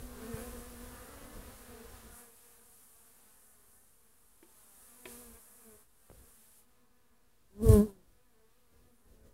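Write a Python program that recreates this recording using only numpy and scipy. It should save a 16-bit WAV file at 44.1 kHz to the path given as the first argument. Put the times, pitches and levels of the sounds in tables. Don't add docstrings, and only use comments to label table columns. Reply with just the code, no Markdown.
import sys
import numpy as np
from scipy import signal
from scipy.fft import rfft, irfft, next_fast_len
from scipy.io import wavfile
from scipy.ndimage import uniform_filter1d

SR = 44100
rng = np.random.default_rng(int(sys.argv[2]) if len(sys.argv) > 2 else 0)


def store_wav(level_fs):
    pcm = np.round(np.clip(np.atleast_2d(level_fs), -1, 1) * 32767)
    wavfile.write(sys.argv[1], SR, pcm.T.astype(np.int16))


N = 411629
T = np.arange(N) / SR


def undb(db):
    return 10 ** (np.asarray(db) / 20)


def unit(x):
    return x / np.sqrt(np.mean(x ** 2))


def walk(rate, count=N):
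    hold = int(SR / rate)
    steps = np.repeat(rng.standard_normal(count // hold + 1), hold)
    return 1.3 * uniform_filter1d(uniform_filter1d(steps, hold), hold)[:count]


def coloured(shape, count=N):
    hz, db = np.transpose(shape)
    size = next_fast_len(count)
    log_hz = np.log(np.fft.rfftfreq(size, 1 / SR) + 1)
    gain = undb(np.interp(log_hz, np.log(hz), db, left=-60))
    noise = irfft(rfft(rng.standard_normal(size)) * gain, size)
    return unit(noise[:count])


def ring_decay(t, t60):
    return np.exp(-np.log(1000) * t / t60)


def span(table, fade_s=0.0083):
    s, *columns = np.transpose(table)
    at = slice(int(s[0] * SR), int(s[-1] * SR))
    fade = np.clip(np.minimum(T[at] - s[0], s[-1] - T[at]) / fade_s, 0, 1)
    return at, [np.interp(T[at], s, c) for c in columns], fade


def wings(hz, first_db, second_db, fifth_db, overtones, wobble, flutter_db, rough):
    count = len(hz)
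    phase = 2 * np.pi * np.cumsum(hz * (1 + wobble * walk(40.4, count=count))) / SR
    levels_db = {1: first_db, 2: second_db, 5: fifth_db}
    for multiple, leader, rel_db in overtones:
        levels_db[multiple] = levels_db[leader] + rel_db
    tone = 0
    for k, db in levels_db.items():
        gain = undb(db + flutter_db * walk(31.8, count=count))
        uneven_phase = phase + rough * walk(250, count=count) / 6
        tone = tone + gain * np.cos(k * uneven_phase - 0.73 * (k - 1))
    return -np.sqrt(2) * tone * (1 + rough * walk(200, count=count)), phase


def low_noise():
    shape = [(12, -5.5), (40, 3.5), (100, -2.5), (200, -12.0), (400, -13.5), (800, -33.5)]
    return undb(-75) * coloured(shape)


# start_s, length_s, start_level_db, end_level_db
GUSTS = [(-.05, 0.37, -53, -52.5), (0.34, 0.91, -49, -53.5), (1.308, 0.34, -46, -60.5),
         (1.658, 0.4, -54, -62.5), (2.018, 0.11, -53, -55), (5.043, 0.33, -62, -65),
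         (5.593, 0.16, -84, -60.5), (6.09, 0.22, -58.5, -70.5), (7.397, 0.76, -72, -70),
         (8.7, 0.18, -64, -63.5), (9.045, 0.17, -58, -65.5), (9.228, 0.15, -61.5, -64)]
# (relative, per Hz)
WIND_SPECTRUM = [(12, -13), (25, 3.5), (70, 3.5), (130, -9.5), (180, -12.5), (300, -14.5), (500, -13),
                 (900, -34)]


def wind():
    rise_s, fall_s = 0.039, 0.028
    level = 0
    for s, length, start_db, end_db in GUSTS:
        drift = undb(np.interp(T, [s, s + length], [start_db, end_db]))
        rise = np.clip((T - s) / rise_s, 0, 1)
        fall = np.exp(-np.maximum(T - s - length, 0) / fall_s)
        level = level + drift * rise * fall
    return level * undb(2.5 * walk(18)) * coloured(WIND_SPECTRUM)


# (relative, per Hz)
NOISE_SPECTRUM = [(150, -18), (300, -9), (700, -9), (1700, -10), (2300, -10), (4000, -10.5), (6000, -12.5)]
# time_s, far_bees_level_db, noise_level_db (noise plays 1.5 dB lower)
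AROUND = [(0, -63.5, -61), (.2, -55, -56), (.4, -55, -53.5), (.56, -55, -56.5), (.75, -57.5, -58),
          (1.15, -57.5, -58.5), (1.45, -59.5, -58.5), (2.2, -60.5, -59), (2.29, -69, -66),
          (2.9, -73, -68.5), (3.3, -72.5, -68.5), (3.75, -74, -73), (3.85, -77, -73.5), (4.401, -75, -72.5),
          (4.5, -73, -68), (5.04, -68, -66), (5.09, -63, -54.5), (5.22, -67, -62.5), (5.451, -68.5, -67),
          (5.81, -69, -69.5), (5.87, -79, -76), (6.14, -72, -70), (6.6, -76, -67), (6.66, -76.5, -74.5),
          (7.4, -79.5, -74), (8.1, -77, -74.5), (8.7, -80, -73), (8.85, -75.5, -74.5), (9.33, -78, -82)]


def broad_noise():
    s, _, noise_db = np.transpose(AROUND)
    level_db = np.interp(T, s, noise_db) - 1.5
    return undb(level_db + .8 * walk(12)) * coloured(NOISE_SPECTRUM)


# (relative, per Hz)
HISS_SPECTRUM = [(2500, -57.5), (4500, -15), (7000, -4), (9500, 4.5), (12000, 3), (14000, -5.5),
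                 (16000, -7.5)]
# time_s, level_db
HISS_LEVEL = [(0, -60), (.2, -59.5), (.4, -55), (.56, -58), (1.2, -59.5), (2.09, -63.5), (2.17, -54.5),
              (2.3, -61), (2.75, -61), (4.2, -68.5), (4.45, -67), (4.58, -63), (5.04, -58.5), (5.1, -52.5),
              (5.37, -58.5), (5.81, -63), (5.87, -75), (6.14, -68), (6.43, -61.5), (6.6, -61), (6.66, -79),
              (6.9, -82.5), (9.33, -78.5)]


def treble_hiss():
    level_db = np.interp(T, *np.transpose(HISS_LEVEL))
    return undb(level_db + 1.3 * walk(9)) * coloured(HISS_SPECTRUM)


def crowd(count):
    overtones = [(1, 2), (2, 2.5), (3, -1.0), (4, -1.5), (5, 1.0), (6, -2.5), (7, -1.5),
                 (8, -7.0), (9, -15), (10, -16), (11, -16), (12, -21), (14, -20)]
    hum = 0
    for middle_hz in np.linspace(205, 258, count):
        beat_hz = middle_hz * (1 + .025 * walk(9) + .006 * walk(45))
        phase = 2 * np.pi * np.cumsum(beat_hz) / SR
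        tone = sum(undb(db + 3.5 * walk(20)) * np.cos(k * phase) for k, db in overtones)
        hum = hum + undb(3.5 * walk(9)) * tone
    s, crowd_db, _ = np.transpose(AROUND)
    return undb(np.interp(T, s, crowd_db)) * unit(hum)


# multiple (of the beat), leader (overtone followed),
# relative_level_db (against the leader)
THIN_OVERTONES = [(3, 2, -11.5), (4, 5, -1.5), (6, 5, -9.5), (7, 5, -0.5), (8, 5, -8.5), (9, 5, -7.5),
                  (10, 5, -6), (11, 5, -7.5), (12, 5, -18)]
# time_s, wing_beat_hz, fundamental_level_db,
# second_overtone_level_db, fifth_overtone_level_db
HOVER = [
    [(0.17, 227.8, -69, -59, -70), (0.26, 218.5, -51, -51, -69), (0.296, 238.3, -49, -51, -72),
     (0.372, 218, -49.5, -47.5, -62), (0.46, 248.8, -51, -50, -76), (0.5, 231, -50, -55, -81),
     (0.54, 246.4, -60, -53, -70), (0.586, 235, -51, -58, -74), (0.66, 243, -60, -55, -73),
     (0.694, 246.7, -58, -61, -72), (0.776, 234.2, -53, -59.5, -79), (0.82, 244, -53, -57, -81),
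     (0.88, 245, -64, -66, -89), (0.938, 248, -48, -64, -69), (0.96, 263, -73, -65, -77),
     (0.99, 266, -73, -64, -73)],
    [(4.85, 243, -76, -76, -91), (4.872, 241, -73, -84, -81), (5.048, 249.7, -67, -73, -85),
     (5.058, 245.8, -62, -61, -79), (5.132, 237, -58.5, -64, -74), (5.21, 245.5, -60, -60, -77),
     (5.328, 228.4, -65, -65.5, -79), (5.368, 232, -79, -66, -73), (5.42, 238, -76, -77, -87)],
    [(5.6, 247, -79, -79, -83), (5.636, 229, -69, -74, -81), (5.686, 223, -61, -60, -81),
     (5.696, 219, -64, -63, -77), (5.75, 209.3, -76, -63, -78), (5.782, 210, -75, -73, -87),
     (5.84, 210, -91, -78, -83)],
    [(8.1, 230.6, -82, -96, -101), (8.194, 245.4, -90, -73, -88), (8.25, 251, -80, -90, -88),
     (8.362, 220.2, -88, -77, -91), (8.45, 221, -82, -74, -86), (8.51, 226.3, -83, -85, -89),
     (8.588, 253, -86, -82, -94), (8.716, 231.3, -85, -81, -87), (8.884, 246.4, -87, -81, -94),
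     (8.914, 231.5, -71, -77, -93), (9.038, 234, -84, -96, -99), (9.116, 262.4, -76, -88, -100),
     (9.196, 256.5, -85, -84, -93), (9.33, 272, -80, -85, -93)],
]


def hoverers():
    out = np.zeros(N)
    for table in HOVER:
        at, columns, fade = span(table, fade_s=0.034)
        hum, _ = wings(*columns, THIN_OVERTONES, wobble=0.003, flutter_db=1.8, rough=0.05)
        out[at] += fade * hum
    return out


# fundamental_level_db, second_overtone_level_db,
# fifth_overtone_level_db
PASSES = [ (0.04, .1, 0.41, 242, 246.3, 255.3, -53.5, -63, -86),
          (0.401, 0.13, 0.16, 251.5, 263, 258.4, -60, -59, -72),
          (1.02, .14, 0.23, 237.2, 246, 244.4, -67, -61, -75),
          (1.179, 0.15, 0.27, 273.5, 283.7, 300.3, -61.5, -62, -71),
          (1.46, 0.14, 0.12, 248.6, 246.6, 236, -58.5, -65, -73),
          (1.5, 0.29, 0.2, 212, 220.4, 224.5, -63, -67, -93),
          (1.74, .14, 0.21, 243.2, 233.5, 236.4, -59, -59.5, -76),
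          (1.8, 0.15, 0.12, 225.1, 219, 226.5, -68, -60, -74),
          (2.059, 0.11, 0.086, 230, 234, 227, -64, -72, -90),
          (2.25, .12, 0.12, 228.3, 231, 230, -73, -67, -77),
          (2.5, .25, 0.28, 236.6, 235.4, 232.7, -78.5, -71.5, -84.5),
          (3.6, 0.45, 0.41, 205.8, 203.4, 198, -90.5, -82, -91),
          (4.08, 0.15, 0.13, 219, 222.7, 230, -86, -85, -89),
          (6.17, 0.059, 0.18, 250, 248, 252.5, -74.5, -76.5, -98),
          (6.8, 0.41, 0.29, 233.6, 244, 238, -77.5, -79, -89.5),
          (7.252, 0.17, 0.26, 228.7, 249.4, 237, -80, -85, -105),
          (7.1, 0.25, 0.25, 246.5, 237.7, 242, -85, -87, -89.5),
          (5.55, .15, 0.21, 244.5, 242.7, 239, -90, -93, -82),
          (8.85, 0.14, 0.2, 236.3, 247.3, 239, -73.5, -78, -97),
          (9.25, 0.23, 0.088, 219.8, 217, 218, -76, -74.5, -91.5),
          (9.26, 0.15, 0.073, 276, 277, 274, -88, -78, -102)]


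def flyers():
    path_reach = 3.
    out = np.zeros(N)
    for s, come, leave, come_hz, near_hz, leave_hz, *levels_db in PASSES:
        path = [(max(s - come, 0), -1, come_hz), (s, 0, near_hz), (s + leave, 1, leave_hz)]
        at, (way, beat_hz), fade = span(path)
        beat_hz = beat_hz * (1 + .013 * walk(14, count=len(way)))
        distance_db = -10 * np.log10(1 + (path_reach * way) ** 2)
        heard_db = [db + distance_db for db in levels_db]
        hum, _ = wings(beat_hz, *heard_db, THIN_OVERTONES, wobble=0.005, flutter_db=2.5, rough=0.08)
        out[at] += fade * hum
    return out


# start_s, level_db, ring_hz, t60_s
BUMPS = [(6.1, -39, 445, 0.0062), (6.115, -42, 405, 0.014)]


def bumps():
    out, t = np.zeros(N), T[:SR // 20]
    tick_shape = [(500, -3), (2500, -5), (4500, -15)]
    for s, db, hz, t60 in BUMPS:
        onset = np.minimum(t * hz / 0.11, 1)
        ring = onset * ring_decay(t, t60) * np.cos(2 * np.pi * hz * t - .6)
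        tick = np.exp(-t / 0.0035) * coloured(tick_shape, count=len(t))
        i = int(s * SR)
        out[i:i + len(t)] += undb(db - 24.0) * tick - undb(db) * ring
    return out


# start_s, level_db, brightness_db (per octave above 700 Hz; also lifts the crack),
# pitch_factor, contact_s, ring_length_factor
KNOCKS = [(4.4268, -45, -3, .95, 0.0018, 0.65), (5.0554, -31.5, 0.5, 1.05, 0.00023, 0.97)]
# pitch_hz, level_db, t60_s
WOOD_MODES = [(353, 4, 0.15), (390, -12, 0.73), (610, -1, 0.061), (934, -5, 0.15), (1330, -10, 0.049),
              (1715, -1, 0.042), (2200, 5, 0.028), (2400, 4, 0.031), (3040, -2, 0.043)]


def knocks():
    out, t = np.zeros(N), T[:SR // 4]
    crack_shape = [(100, -18), (2600, -1), (4200, -11), (6000, -20)]
    for s, db, bright_db, factor, contact_s, length in KNOCKS:
        ring = 0
        for hz, mode_db, t60 in WOOD_MODES:
            gain = undb(mode_db + bright_db * np.log2(hz / 700))
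            ring = ring + gain * ring_decay(t, t60 * length) * np.sin(2 * np.pi * hz * factor * t)
        crack = undb(-16.5 + bright_db) * np.exp(-t / 0.011) * coloured(crack_shape, count=len(t))
        onset = np.minimum(t / contact_s, 1)
        i = int(s * SR)
        out[i:i + len(t)] += undb(db) * onset * (ring / np.abs(ring).max() + crack)
    return out


# centre_s, peak_level_db, swing_hz, length_s (spread of the bell)
PUFFS = [(0.345, -29.5, 102, 0.0032), (6.107, -48.5, 110, 0.0026), (6.13, -50, 95, 0.0029),
         (7.655, -32, 55, 0.005), (7.668, -23, 75, 0.0036), (7.686, -28, 65, 0.005),
         (7.7005, -9.5, 95, 0.0064), (7.7205, -19.5, 85, 0.005), (7.739, -14.5, 72, 0.0072),
         (7.784, -26.5, 59.4, 0.0064)]


def puffs():
    out = np.zeros(N)
    for s, db, hz, length in PUFFS:
        bell = np.exp(-.5 * ((T - s) / length) ** 2)
        out += undb(db) * bell * np.cos(2 * np.pi * hz * (T - s))
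    return out


# time_s, wing_beat_hz, fundamental_level_db, second_overtone_level_db,
# third_overtone_level_db, fifth_overtone_level_db, wing_hiss_level_db
CLOSE = [(7.5, 189.5, -85, -74, -102, -95, -91), (7.52, 190.6, -78, -79, -96, -86, -87),
         (7.57, 201.5, -52, -59, -78, -86, -84), (7.576, 198.8, -58, -60, -91, -83, -82),
         (7.588, 211.6, -48, -55, -76, -71, -79), (7.616, 209.9, -41, -44.5, -58, -62, -70),
         (7.632, 229, -33, -40, -53, -63, -52), (7.642, 232, -30, -35.5, -59, -62.5, -52.5),
         (7.664, 224.7, -42, -31.5, -52.5, -51.5, -47.5), (7.684, 221, -32, -26.5, -44, -55.5, -50),
         (7.692, 219, -58, -22.5, -42, -53.5, -37), (7.7, 219.2, -31, -30, -44, -47.5, -44),
         (7.732, 215.7, -28, -24.5, -38.5, -44.5, -40.5), (7.786, 203.2, -22, -27.5, -39, -48, -46.5),
         (7.804, 202.6, -22, -28.5, -40.5, -49, -50.5), (7.822, 209, -27, -32.5, -44.5, -53, -53.5),
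         (7.848, 219, -31.5, -41, -71, -61, -60), (7.874, 207.6, -55, -43, -75, -74, -64),
         (7.9, 196.5, -57, -52, -81, -65, -63), (7.934, 192.5, -63, -65, -81, -86, -74),
         (8.0, 179, -72, -71, -86, -93, -90), (8.05, 177, -81.5, -80, -99, -100, -97)]
# multiple (of the beat), leader (overtone followed),
# relative_level_db (against the leader)
CLOSE_OVERTONES = [(4, 5, -5.5), (6, 5, -16.5), (7, 5, -14.5), (8, 5, -13.5), (9, 5, -20), (10, 5, -27.5),
                   (11, 5, -25.5)]


def close_pass():
    wash_s, wash_db, wash_spread_s = 7.7, -30, 0.04
    hiss_shape = [(300, -8.5), (1200, -3.0), (2500, -15), (3500, -15.5),
                  (5500, -10.0), (9500, 4.5), (13000, 0.5), (16000, -7.5)]
    eddy_shape = [(60, -17.5), (200, 0.0), (500, -5.5), (1000, -15.5), (2000, -30.5)]
    wash_shape = [(20, 4), (60, 4.5), (130, -3.5), (300, -12.0), (700, -45)]

    at, (hz, first_db, second_db, third_db, fifth_db, hiss_db), fade = span(CLOSE)
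    count = len(hz)
    overtones = [(3, 2, third_db - second_db)] + CLOSE_OVERTONES
    hum, phase = wings(hz, first_db, second_db, fifth_db, overtones,
                       wobble=0.003, flutter_db=1.2, rough=0.07)
    strokes = np.exp(0.39 * np.cos(phase) + 0.8 * np.cos(2 * phase))
    hiss = unit(strokes * coloured(hiss_shape, count=count))
    rasp = sum(undb(3 * walk(45, count=count)) * np.cos(k * phase + .04 * k * k)
               for k in range(13, 28))
    wing_noise = undb(hiss_db) * (hiss + undb(-23.0) * rasp)
    eddies = undb(0.62 * second_db - 27.5) * coloured(eddy_shape, count=count)
    sweep = undb(wash_db) * np.exp(-.5 * ((T[at] - wash_s) / wash_spread_s) ** 2)
    lingering = undb(0.65 * second_db - 24.5)
    wash = (sweep + lingering) * coloured(wash_shape, count=count)

    out = np.zeros(N)
    out[at] = fade * (hum + wing_noise + eddies + wash)
    return out


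def scene():
    background = low_noise() + wind() + broad_noise() + treble_hiss()
    bees = crowd(count=12) + hoverers() + flyers() + close_pass()
    contacts = bumps() + knocks() + puffs()
    return (background + bees + contacts)[None]


def record(dry):
    top_cut = signal.ellip(10, .2, 70, 15700, fs=SR, output="sos")
    return signal.sosfilt(top_cut, dry) - .0005


dry = scene()
out = record(dry)
store_wav(out)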